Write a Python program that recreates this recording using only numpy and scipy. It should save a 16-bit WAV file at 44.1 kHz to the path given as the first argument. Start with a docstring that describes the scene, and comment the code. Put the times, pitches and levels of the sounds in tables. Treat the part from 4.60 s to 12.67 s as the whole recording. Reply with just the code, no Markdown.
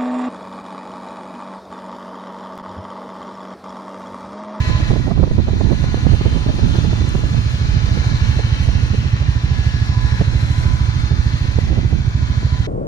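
"""Wind rumbles and flaps on the microphone, mostly its right port, hardest in the first three seconds:
coloured noise gated by eddies. Close by, a single-cylinder engine putters: puffs ring a silencer.
Some way off on an open hillside a six-cylinder diesel tractor works its grass mowers: a firing drone,
shaft and gear lines locked to the crank, and shaped noise for clatter and disc hiss. One tiny tick."""
import sys
import numpy as np
from scipy import signal
from scipy.fft import rfft, irfft
from scipy.io import wavfile
from scipy.ndimage import uniform_filter1d

SR = 44100
rng = np.random.default_rng(int(sys.argv[2]) if len(sys.argv) > 2 else 0)


def pcm_store(signal):
    """Save signal as 16-bit PCM."""
    levels = np.round(np.clip(np.atleast_2d(signal), -1, 1) * 32767)
    wavfile.write(sys.argv[1], SR, levels.astype(np.int16).T)


N = 355887  # samples

# wind strength, before port trims: time_s, level_db
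WIND_LEVEL = [(0, -16), (0.4, -12.5), (1.0, -12), (1.35, -13.5), (2.0, -12), (2.5, -12.8), (3.1, -17),
              (4.2, -16.3), (5.4, -19), (6.5, -16), (6.8, -19), (7.15, -16.5), (8.07, -18.5)]
# spectral shape of the rumble: freq_hz, relative_density_db
RUMBLE_COLOUR = [(10, -31), (20, -13), (35, 1.5), (70, -1), (120, -4.5), (200, -11.5), (300, -19),
                 (500, -35.5), (900, -39), (2000, -75), (8000, -110)]
# spectral shape of a flap: freq_hz, relative_density_db
FLAP_COLOUR = [(20, -5), (70, 6.5), (250, 1), (450, -6.5), (800, -25), (1100, -31), (1500, -41.5),
               (2200, -49), (5000, -95)]
# hardest eddies on the right port: centre_s, relative_level_db, length_s, rustle_re_level_db
HARD_EDDIES = [(0.1, -24.5, 0.035, -6), (0.205, -23.0, 0.025, -9), (0.311, -17.0, 0.016, -3),
               (0.336, -17.0, 0.014, -8), (0.365, -15.5, 0.017, -7), (0.399, -18.5, 0.01, -15),
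               (0.48, -22.0, 0.035, -6), (0.514, -15.5, 0.022, -6), (0.579, -18.5, 0.01, -11),
               (0.6, -12.0, 0.012, -16), (0.637, -12.5, 0.018, -6), (0.714, -14.0, 0.015, -14),
               (0.79, -12.0, 0.025, -13), (0.886, -21.0, 0.03, -7), (0.935, -18.5, 0.011, -13),
               (1.013, -19.0, 0.014, -5), (1.068, -26.5, 0.014, -8), (1.119, -15.0, 0.05, -12),
               (1.241, -16.0, 0.012, -12), (1.375, -22.5, 0.02, -13), (1.54, -18.5, 0.025, -11),
               (1.614, -17.5, 0.01, -14), (1.663, -13.0, 0.027, -12), (1.725, -25.0, 0.015, -7),
               (1.768, -18.5, 0.022, -11), (1.867, -15.5, 0.01, -12), (1.895, -16.0, 0.03, -11),
               (1.991, -19.5, 0.016, -8), (2.064, -17.5, 0.014, -24), (2.155, -18.5, 0.014, -10),
               (2.188, -16.5, 0.014, -11), (2.249, -14.5, 0.014, -16), (2.333, -17.5, 0.011, -8),
               (2.418, -17.5, 0.012, -17), (2.448, -16.5, 0.014, -16), (2.551, -15.0, 0.016, -10),
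               (2.591, -19.0, 0.011, -14), (2.638, -21.0, 0.012, -6), (2.745, -23.5, 0.01, -9),
               (3.377, -20.5, 0.012, -10), (3.444, -24.5, 0.01, -6), (3.795, -19.0, 0.016, -8),
               (4.088, -20.5, 0.013, -11), (4.344, -18.5, 0.018, -13), (4.625, -23.0, 0.01, -7),
               (5.615, -14.0, 0.016, -7), (6.515, -24.0, 0.035, -13), (6.849, -20.0, 0.017, -19),
               (7.118, -20.5, 0.04, -15), (7.18, -19.0, 0.04, -9), (7.242, -23.0, 0.03, -18),
               (7.328, -23.0, 0.03, -11), (7.83, -22, 0.012, -13)]
# sharp-edged eddies on the right port: centre_s, level_db, edge_s, sense (push 1, pull -1)
KNOCK_EVENTS = [(.3088, -3, .0004, -1), (.6297, -6, .0003, -1), (.7859, -8.5, .0004, 1),
                (1.0105, -6, .0003, 1), (1.2419, -7, .0003, -1), (1.3448, -2, .00028, 1),
                (1.4683, 0, .0004, 1), (2.3311, -5.5, .0003, 1), (5.6136, -6.5, .0004, 1),
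                (6.9878, 1.5, .0005, -1)]
# ragged wake round each knock: below_knock_db, length_s, rustle_re_level_db
KNOCK_WAKE = (20, .014, -10)
# tick: centre_s, level_db
TICK_EVENT = (2.492, -30)
# idler speed: time_s, firings_per_s
IDLE_SPEED = [(0.0, 13.22), (1.7, 13.396), (2.0, 13.173), (3.7, 13.279), (3.95, 12.673), (4.2, 13.208),
              (5.9, 13.078), (7.2, 13.583), (8.07, 13.271)]
# idler level as heard, low during the strongest early wind: time_s, relative_level_db
IDLER_LEVEL = [(0.0, -2), (0.22, -1), (0.65, -10.5), (1.15, -6), (1.85, -4.5), (2.6, -2), (3.5, 0.3),
               (6.4, 0.4), (7.0, -0.8), (8.07, 0)]
# silencer modes: centre_hz, width_hz, gain_db
SILENCER_MODES = [(60, 25, 41), (83.4, 58, 40.3), (134, 45, 41.2)]
# pipe resonance of the bark: centre_hz, width_hz
BARK_MODE = (185, 150)
# two barks per cycle: delay_after_puff_s, gain_db
BARK_DELAYS = [(.0045, 22.5), (.027, 17.5)]
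# tractor engine speed: time_s, firing_rate_hz
TRACTOR_SPEED = [(0, 112.81), (0.5, 112.16), (2.3, 112.02), (3.5, 111.77), (4, 111.32), (5.3, 111.58),
                 (7.4, 111.31), (8.07, 111.71)]
# engine and drive lines: order (x firing rate), relative_left_db, relative_right_db
DRIVE_LINES = [(2, -48, -45), (4, -62, -57), (5, -60, -57), (6, -55, -61), (7, -59, -57), (7.5, -55, -53),
               (10.5, -56, -55), (10.83, -54, -52), (11.5, -52, -52), (12, -47, -52), (13, -52, -62),
               (13.5, -51, -66), (15, -59, -62), (15.5, -59, -63), (18, -53, -57), (21, -56, -62),
               (24, -51, -52), (24.5, -54, -57), (27, -52, -57), (35, -56, -57), (35.67, -54, -55)]
# mower gear meshes: low_order, high_order (x firing rate)
WHINE_ORDERS = (9, 15.17)
# low gear whine, before panning: time_s, level_db
LOW_WHINE_LEVEL = [(0, -41), (.08, -34), (.15, -34), (.2, -40), (.34, -41), (.45, -50.5), (1.3, -50.5),
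                   (1.75, -47), (2.1, -49), (3.15, -55), (3.55, -44), (3.7, -53), (4.55, -51), (4.92, -45),
                   (5.24, -54), (5.35, -39), (5.52, -42.5), (5.62, -48), (5.85, -50), (5.94, -45),
                   (6.12, -41), (6.4, -50), (6.55, -54), (6.68, -49), (6.95, -47), (7.08, -56), (7.4, -56),
                   (7.65, -46), (7.8, -49.5), (7.95, -43), (8.07, -46)]
# high gear whine, before panning: time_s, level_db
HIGH_WHINE_LEVEL = [(0, -40), (.3, -45), (.55, -65), (1.1, -49), (1.45, -48), (1.6, -55), (2.4, -66),
                    (2.6, -48), (3.15, -51), (3.55, -45), (3.9, -51), (4.8, -55), (5.0, -41.5), (5.58, -41),
                    (5.75, -55), (6.9, -52), (7.35, -57), (7.7, -49), (8.07, -55)]
# machine noise colour, left port: freq_hz, relative_density_db
LEFT_COLOUR = [(150, -61), (300, -62), (450, -77), (800, -68.5), (1080, -73.5), (1300, -63.5), (1900, -65),
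               (2070, -68), (2320, -64), (2550, -69), (2730, -67.5), (2870, -76), (3050, -66), (3250, -71),
               (3500, -67), (4050, -70), (4500, -68), (4800, -75.5), (6000, -77), (6500, -82),
               (7700, -93.5), (11000, -94.5)]
# machine noise colour, right port: freq_hz, relative_density_db
RIGHT_COLOUR = [(300, -66), (800, -71.5), (1250, -63), (1580, -80.5), (1950, -68), (2220, -73.5),
                (2600, -68.5), (3600, -72.5), (4300, -68.5), (4850, -77.5), (6500, -75.5), (7900, -87.5),
                (11000, -99), (14000, -112)]
# tractor level as heard (whines apart), low during the strongest early wind: time_s, relative_level_db
TRACTOR_LEVEL = [(0.0, 4), (0.3, 2), (0.55, -5.5), (0.8, -5), (1.25, 0), (1.95, -0.5), (2.16, 1.5),
                 (2.66, -0.5), (3.46, 3.5), (4.71, -0.5), (5.46, 2.0), (6.87, 0), (7.42, -3), (7.67, -0.5),
                 (8.07, -0.5)]
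# rasp near 3 kHz against the other machine noise: time_s, gain_db
RASP_GAIN = [(0.0, -1), (1.5, 0), (1.9, 4), (2.66, 1), (5.16, 2.5), (5.31, -2.5), (7.52, -5.5), (8.07, -4)]
# grass hiss against the other machine noise: time_s, gain_db
HISS_GAIN = [(0.0, 0.5), (0.7, 1), (2.41, 4), (3.56, -2), (4.16, 0.5), (5.56, -1), (5.96, 4.5),
             (6.32, -1.5), (8.07, -0.5)]
# phase by which the left port leads: freq_hz, phase_rad
LEFT_LEAD = [(0, 0), (800, 0), (1350, 3.5), (1550, 1), (1670, 1.72), (2180, 2), (2280, 2.1), (2650, 2.5),
             (3100, 3.5), (3800, 4), (4450, 10.5), (5500, 13), (15000, 24)]

# lesser eddies: rate at the strongest wind, mean level under the wind, spread, length, rustle
EDDIES_PER_S, EDDY_BELOW_WIND_DB, EDDY_SCATTER_DB = 15, 15.5, 2
EDDY_MEAN_LENGTH_S, EDDY_RUSTLE_DB = .02, -12
KNOCK_RELEASE_S = .0024
IDLE_START_CYCLES = .092  # share of the cycle already run
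SHAFT_WOBBLE_PERIODS = .005  # rms, in firing periods
TOP_HZ = 14900


def undb(db):
    """Decibels to gain."""
    return np.exp(np.asarray(db) * (np.log(10) / 20))


def time_s():
    """Time of each sample."""
    return np.arange(N) / SR


def curve(rows):
    """Second column joined by straight lines in time."""
    rows = np.array(rows)
    return np.interp(time_s(), rows[:, 0], rows[:, 1])


def unit(x):
    """Scale to rms 1."""
    return x / np.sqrt(np.mean(x ** 2))


def even(x):
    """Hold a noise near rms 1 from moment to moment."""
    power = uniform_filter1d(uniform_filter1d(x ** 2, size=300), size=300)
    return x / np.sqrt(power)


def bins_hz():
    """Frequency of each spectral bin, just above zero at DC."""
    return np.arange(N // 2 + 1) * SR / N + 1e-6


def shape(x, gain):
    """Filter by a gain for each bin."""
    return irfft(rfft(x) * gain, N)


def lowpass(hz, order):
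    """Zero-phase bin gains that fall above hz."""
    return 1 / (1 + (bins_hz() / hz) ** order)


def colour(points):
    """Bin gains from freq_hz, db points, joined on a log frequency axis."""
    hz, db = np.transpose(points)
    return undb(np.interp(np.log(bins_hz()), np.log(hz), db))


def resonance(hz, width_hz):
    """Bin gains of a damped resonator, about 1 at its centre."""
    s = 1j * bins_hz()
    return s * width_hz / (s * s + s * width_hz + hz ** 2)


def walk(rate_hz):
    """Smooth random wander, rms 1: noise under a Gaussian lowpass."""
    hop = 64
    steps = rng.standard_normal(8192)
    hz = np.arange(len(steps) // 2 + 1) * SR / hop / len(steps)
    slow = irfft(rfft(steps) * np.exp(-(hz / rate_hz) ** 2))
    return unit(np.interp(np.arange(N) / hop, np.arange(len(slow)), slow))


def pan(x, right_db):
    """Place a sound by its right-minus-left level."""
    return undb(np.array([[-right_db], [right_db]]) / 2) * x


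def rumble(excess_db, gust_db=3.0, rough_db=3.5, split_hz=220, brighten=0.64):
    """Turbulence on one port; its upper part is burstier and grows faster with the wind than its bass."""
    noise = unit(shape(rng.standard_normal(N), colour(RUMBLE_COLOUR)))
    bass = shape(noise, lowpass(split_hz, 4))
    upper = noise - bass
    gust = walk(14.4)
    bass_gain = unit(undb(gust_db * gust))
    upper_gain = unit(undb(rough_db * gust)) * undb(brighten * excess_db)
    return bass * bass_gain + upper * upper_gain


def lesser_eddies(wind_db, candidates=160):
    """Chance eddies, rows as in HARD_EDDIES; their rate follows the wind's power."""
    place, luck, strength, stretch = rng.random((candidates, 4)).T
    local_db = wind_db[(place * (N - 1)).astype(int)]
    peak_chance = EDDIES_PER_S * N / SR / candidates
    strikes = luck < peak_chance * undb(local_db - wind_db.max()) ** 2
    level_db = local_db - EDDY_BELOW_WIND_DB + EDDY_SCATTER_DB * (2 * strength - 1)
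    length_s = EDDY_MEAN_LENGTH_S * (.5 + stretch)
    rows = [place * N / SR, level_db, length_s, np.full(candidates, EDDY_RUSTLE_DB)]
    return np.transpose(rows)[strikes].tolist()


def churn(gain):
    """Flap-coloured noise in one band, held even so that the eddy alone sets the force."""
    return even(shape(rng.standard_normal(N), colour(FLAP_COLOUR) * gain))


def eddies(wind_db, thud_db=7.5, rustle_db=2.5, spread=.34, ragged_db=2, thud_hz=190, rustle_hz=520):
    """Each eddy is a short ragged flap of pressure with a thud under it and its own rustle on top."""
    t, force, rustling = time_s(), np.zeros(N), np.zeros(N)
    below_db, *wake_form = KNOCK_WAKE
    wakes = [(s, db - below_db, *wake_form) for s, db, _, _ in KNOCK_EVENTS]
    for s, db, length_s, bright_db in list(HARD_EDDIES) + wakes + lesser_eddies(wind_db):
        near = slice(*np.searchsorted(t, [s - 2 * length_s, s + 2 * length_s]))
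        swell = undb(db) * np.exp(-.5 * ((t[near] - s) / (spread * length_s)) ** 2)
        # overlapping eddies add in power
        force[near] = np.hypot(force[near], swell)
        rustling[near] = np.hypot(rustling[near], swell * undb(bright_db))
    under_thud, under_rustle = lowpass(thud_hz, 12), lowpass(rustle_hz, 12)
    thud = undb(thud_db) * churn(under_thud)
    flap = churn(under_rustle - under_thud)
    rustle = undb(rustle_db) * churn(1 - under_rustle)
    ragged = unit(undb(ragged_db * walk(110)))
    return ragged * (force * (thud + flap) + rustling * rustle)


def knocks():
    """A sharp-edged eddy crosses the port: pressure builds, flips at once and dies away."""
    t = time_s()
    return sum(sense * undb(db) * np.tanh((t - s) / edge_s) * np.exp(-np.abs(t - s) / KNOCK_RELEASE_S)
               for s, db, edge_s, sense in KNOCK_EVENTS)


def wind(left_db=-13, right_db=-1, flap_left_db=-26):
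    """Turbulence on both ports: the right one faces the wind, the left is sheltered and quieter."""
    wind_db = curve(WIND_LEVEL)
    flaps = eddies(wind_db) + knocks()
    excess_db = wind_db - wind_db.mean()
    left = undb(left_db + wind_db) * rumble(excess_db)
    right = undb(right_db + wind_db) * rumble(excess_db)
    return np.array([left + undb(flap_left_db) * flaps, right + flaps])


def tick(decay_s=.0006):
    """A tiny bright tick: resonant noise under a two-sided exponential."""
    centre_s, level_db = TICK_EVENT
    envelope = np.exp(-np.abs(time_s() - centre_s) / decay_s)
    ring = np.abs(resonance(7500, 5000) ** 4)
    return undb(level_db) * envelope * unit(shape(rng.standard_normal((2, N)), ring))


def idler(scatter_db=0.54, alternate_db=.5, right_db=5.5, puff_hz=200):
    """One puff every second crank turn rings the silencer's chambers; the putts sound stronger and weaker by
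    turns."""
    cycles = IDLE_START_CYCLES + np.cumsum(curve(IDLE_SPEED)) / SR
    fired = np.flatnonzero(np.diff(np.floor(cycles)))
    alternation = (-1) ** np.arange(len(fired))
    puffs = np.zeros(N)
    puffs[fired] = undb(scatter_db * rng.standard_normal(len(fired)) - alternate_db * alternation)
    # neighbouring modes swing in opposite sense at the outlet
    silencer = sum((-1) ** k * undb(db) * resonance(hz, width_hz) ** 2
                   for k, (hz, width_hz, db) in enumerate(SILENCER_MODES))
    arrivals = sum(undb(db) * np.exp(-2j * np.pi * bins_hz() * s) for s, db in BARK_DELAYS)
    bark = resonance(*BARK_MODE) ** 2 * arrivals
    # the valve opens gradually, which rounds each puff
    body = silencer * np.exp(-(bins_hz() / puff_hz) ** 2)
    body = body + bark * np.exp(-(bins_hz() / (2 * puff_hz)) ** 2)
    putter = shape(puffs * undb(curve(IDLER_LEVEL)), body)
    return np.array([putter, undb(right_db) * putter])


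def tone(firings, order, flutter_db, blur_rad, rough=0.35):
    """A line locked to the engine; moving air makes it waver and the uneven load roughens it."""
    roughness = 1 + rough * walk(45)
    line = np.sin(2 * np.pi * order * firings + blur_rad * walk(18.0))
    return unit(line * undb(flutter_db * walk(5.2)) * roughness)


def drone(firings, tractor_db, right_db=4, blur_rad=0.61):
    """Tractor exhaust: a note at the firing rate that follows the tractor's level and wavers slowly."""
    drone_db = -27.5 + 1.5 * walk(6) + tractor_db
    note = -np.sqrt(2) * np.sin(2 * np.pi * firings + blur_rad * walk(1.7))
    return pan(note * undb(drone_db), right_db)


def drive(firings, drive_db=-2, flutter_db=2, blur_rad=0.2, fade_db=3.0):
    """Higher orders of the engine and of the shafts it turns, each fading slowly in and out."""
    lines = np.zeros((2, N))
    for order, left_db, right_db in DRIVE_LINES:
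        line = tone(firings, order, flutter_db, blur_rad) * undb(fade_db * walk(1.8))
        lines += undb([[left_db], [right_db]]) * line
    return undb(drive_db) * lines


def whines(firings):
    """Two gear meshes in the mowers sing clear lines that swell and fade with the load."""
    low_order, high_order = WHINE_ORDERS
    low = tone(firings, low_order, flutter_db=1, blur_rad=.85, rough=.3) * undb(curve(LOW_WHINE_LEVEL))
    high = tone(firings, high_order, flutter_db=.5, blur_rad=.2, rough=.2) * undb(curve(HIGH_WHINE_LEVEL))
    return pan(low, right_db=7) + pan(high, right_db=-8)


def clatter(firings, repeat=.28, throb=.06):
    """Knocks, chains and blades: noise partly alike in every six-firing cycle, surging at each firing."""
    cycle = rng.standard_normal(2400)
    repeating = cycle[(firings / 6 % 1 * len(cycle)).astype(int)]
    noise = np.sqrt(repeat) * repeating + np.sqrt(1 - repeat) * rng.standard_normal(N)
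    return noise * (1 + throb * np.cos(2 * np.pi * firings))


def fading(ports, size=1024, depth_db=2.3):
    """Paths through moving air and off the slope interfere: narrow bands swell and fade on their own."""
    frames = signal.stft(ports, nperseg=size)[2]
    patches = uniform_filter1d(rng.standard_normal(frames.shape[1:]), size=2, axis=0)
    patches = uniform_filter1d(patches, size=50, axis=1)
    faded = frames * undb(depth_db * unit(patches))
    return unit(signal.istft(faded, nperseg=size)[1][:, :N])


def machine(firings, rasp_db, hiss_db, diffuse_hz=5000, flicker_db=1.67, machine_db=-2.0):
    """Clatter and cut grass at both ports; the field scatters treble more, so it differs at each port."""
    scattered = bins_hz() / (bins_hz() + diffuse_hz)  # power share
    common = shape(clatter(firings), np.sqrt(1 - scattered))
    diffuse = shape(rng.standard_normal((2, N)), np.sqrt(scattered))
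    ports = fading(common + diffuse)
    ports = shape(ports, np.array([colour(LEFT_COLOUR), colour(RIGHT_COLOUR)])) * np.sqrt(SR / 2)
    rasp = shape(ports, np.abs(resonance(2930, 580)) ** 2)
    hiss = shape(ports, 1 / (1 + (7500 / bins_hz()) ** 8))
    body = ports - rasp - hiss
    sound = body * undb(0.38 * flicker_db * walk(33))
    sound += rasp * undb(rasp_db + flicker_db * walk(5.2))
    sound += hiss * undb(hiss_db + flicker_db * walk(14))
    # the air absorbs the highest treble on the way
    return undb(machine_db) * shape(sound, lowpass(13000, 12))


def tractor():
    """All parts turn with one crankshaft; the left port hears the higher sounds a little sooner."""
    # uneven load twists the shafts, so high lines waver most
    firings = np.cumsum(curve(TRACTOR_SPEED)) / SR + SHAFT_WOBBLE_PERIODS * walk(7.7)
    tractor_db = curve(TRACTOR_LEVEL)
    noise = machine(firings, curve(RASP_GAIN), curve(HISS_GAIN))
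    left, right = whines(firings) + undb(tractor_db) * (drive(firings) + noise)
    lag_rad = np.interp(bins_hz(), *np.transpose(LEFT_LEAD))
    right = shape(right, np.exp(-1j * lag_rad))
    return drone(firings, tractor_db) + np.array([left, right])


def scene():
    """Wind on the microphone, a tick, idler near, tractor far."""
    return wind() + tick() + idler() + tractor()


def record(dry):
    """Round peaks near full scale, fade both ends over 4 ms and cut the top."""
    rounded = dry / (1 + (dry / .98) ** 6) ** (1 / 6)
    to_end = np.minimum(np.arange(N), np.arange(N)[::-1])
    ends = np.minimum(1, to_end / (.004 * SR))
    top_cut = signal.ellip(10, .2, 90, TOP_HZ, fs=SR, output="sos")
    return signal.sosfilt(top_cut, rounded * ends)


dry = scene()
out = record(dry)
pcm_store(out)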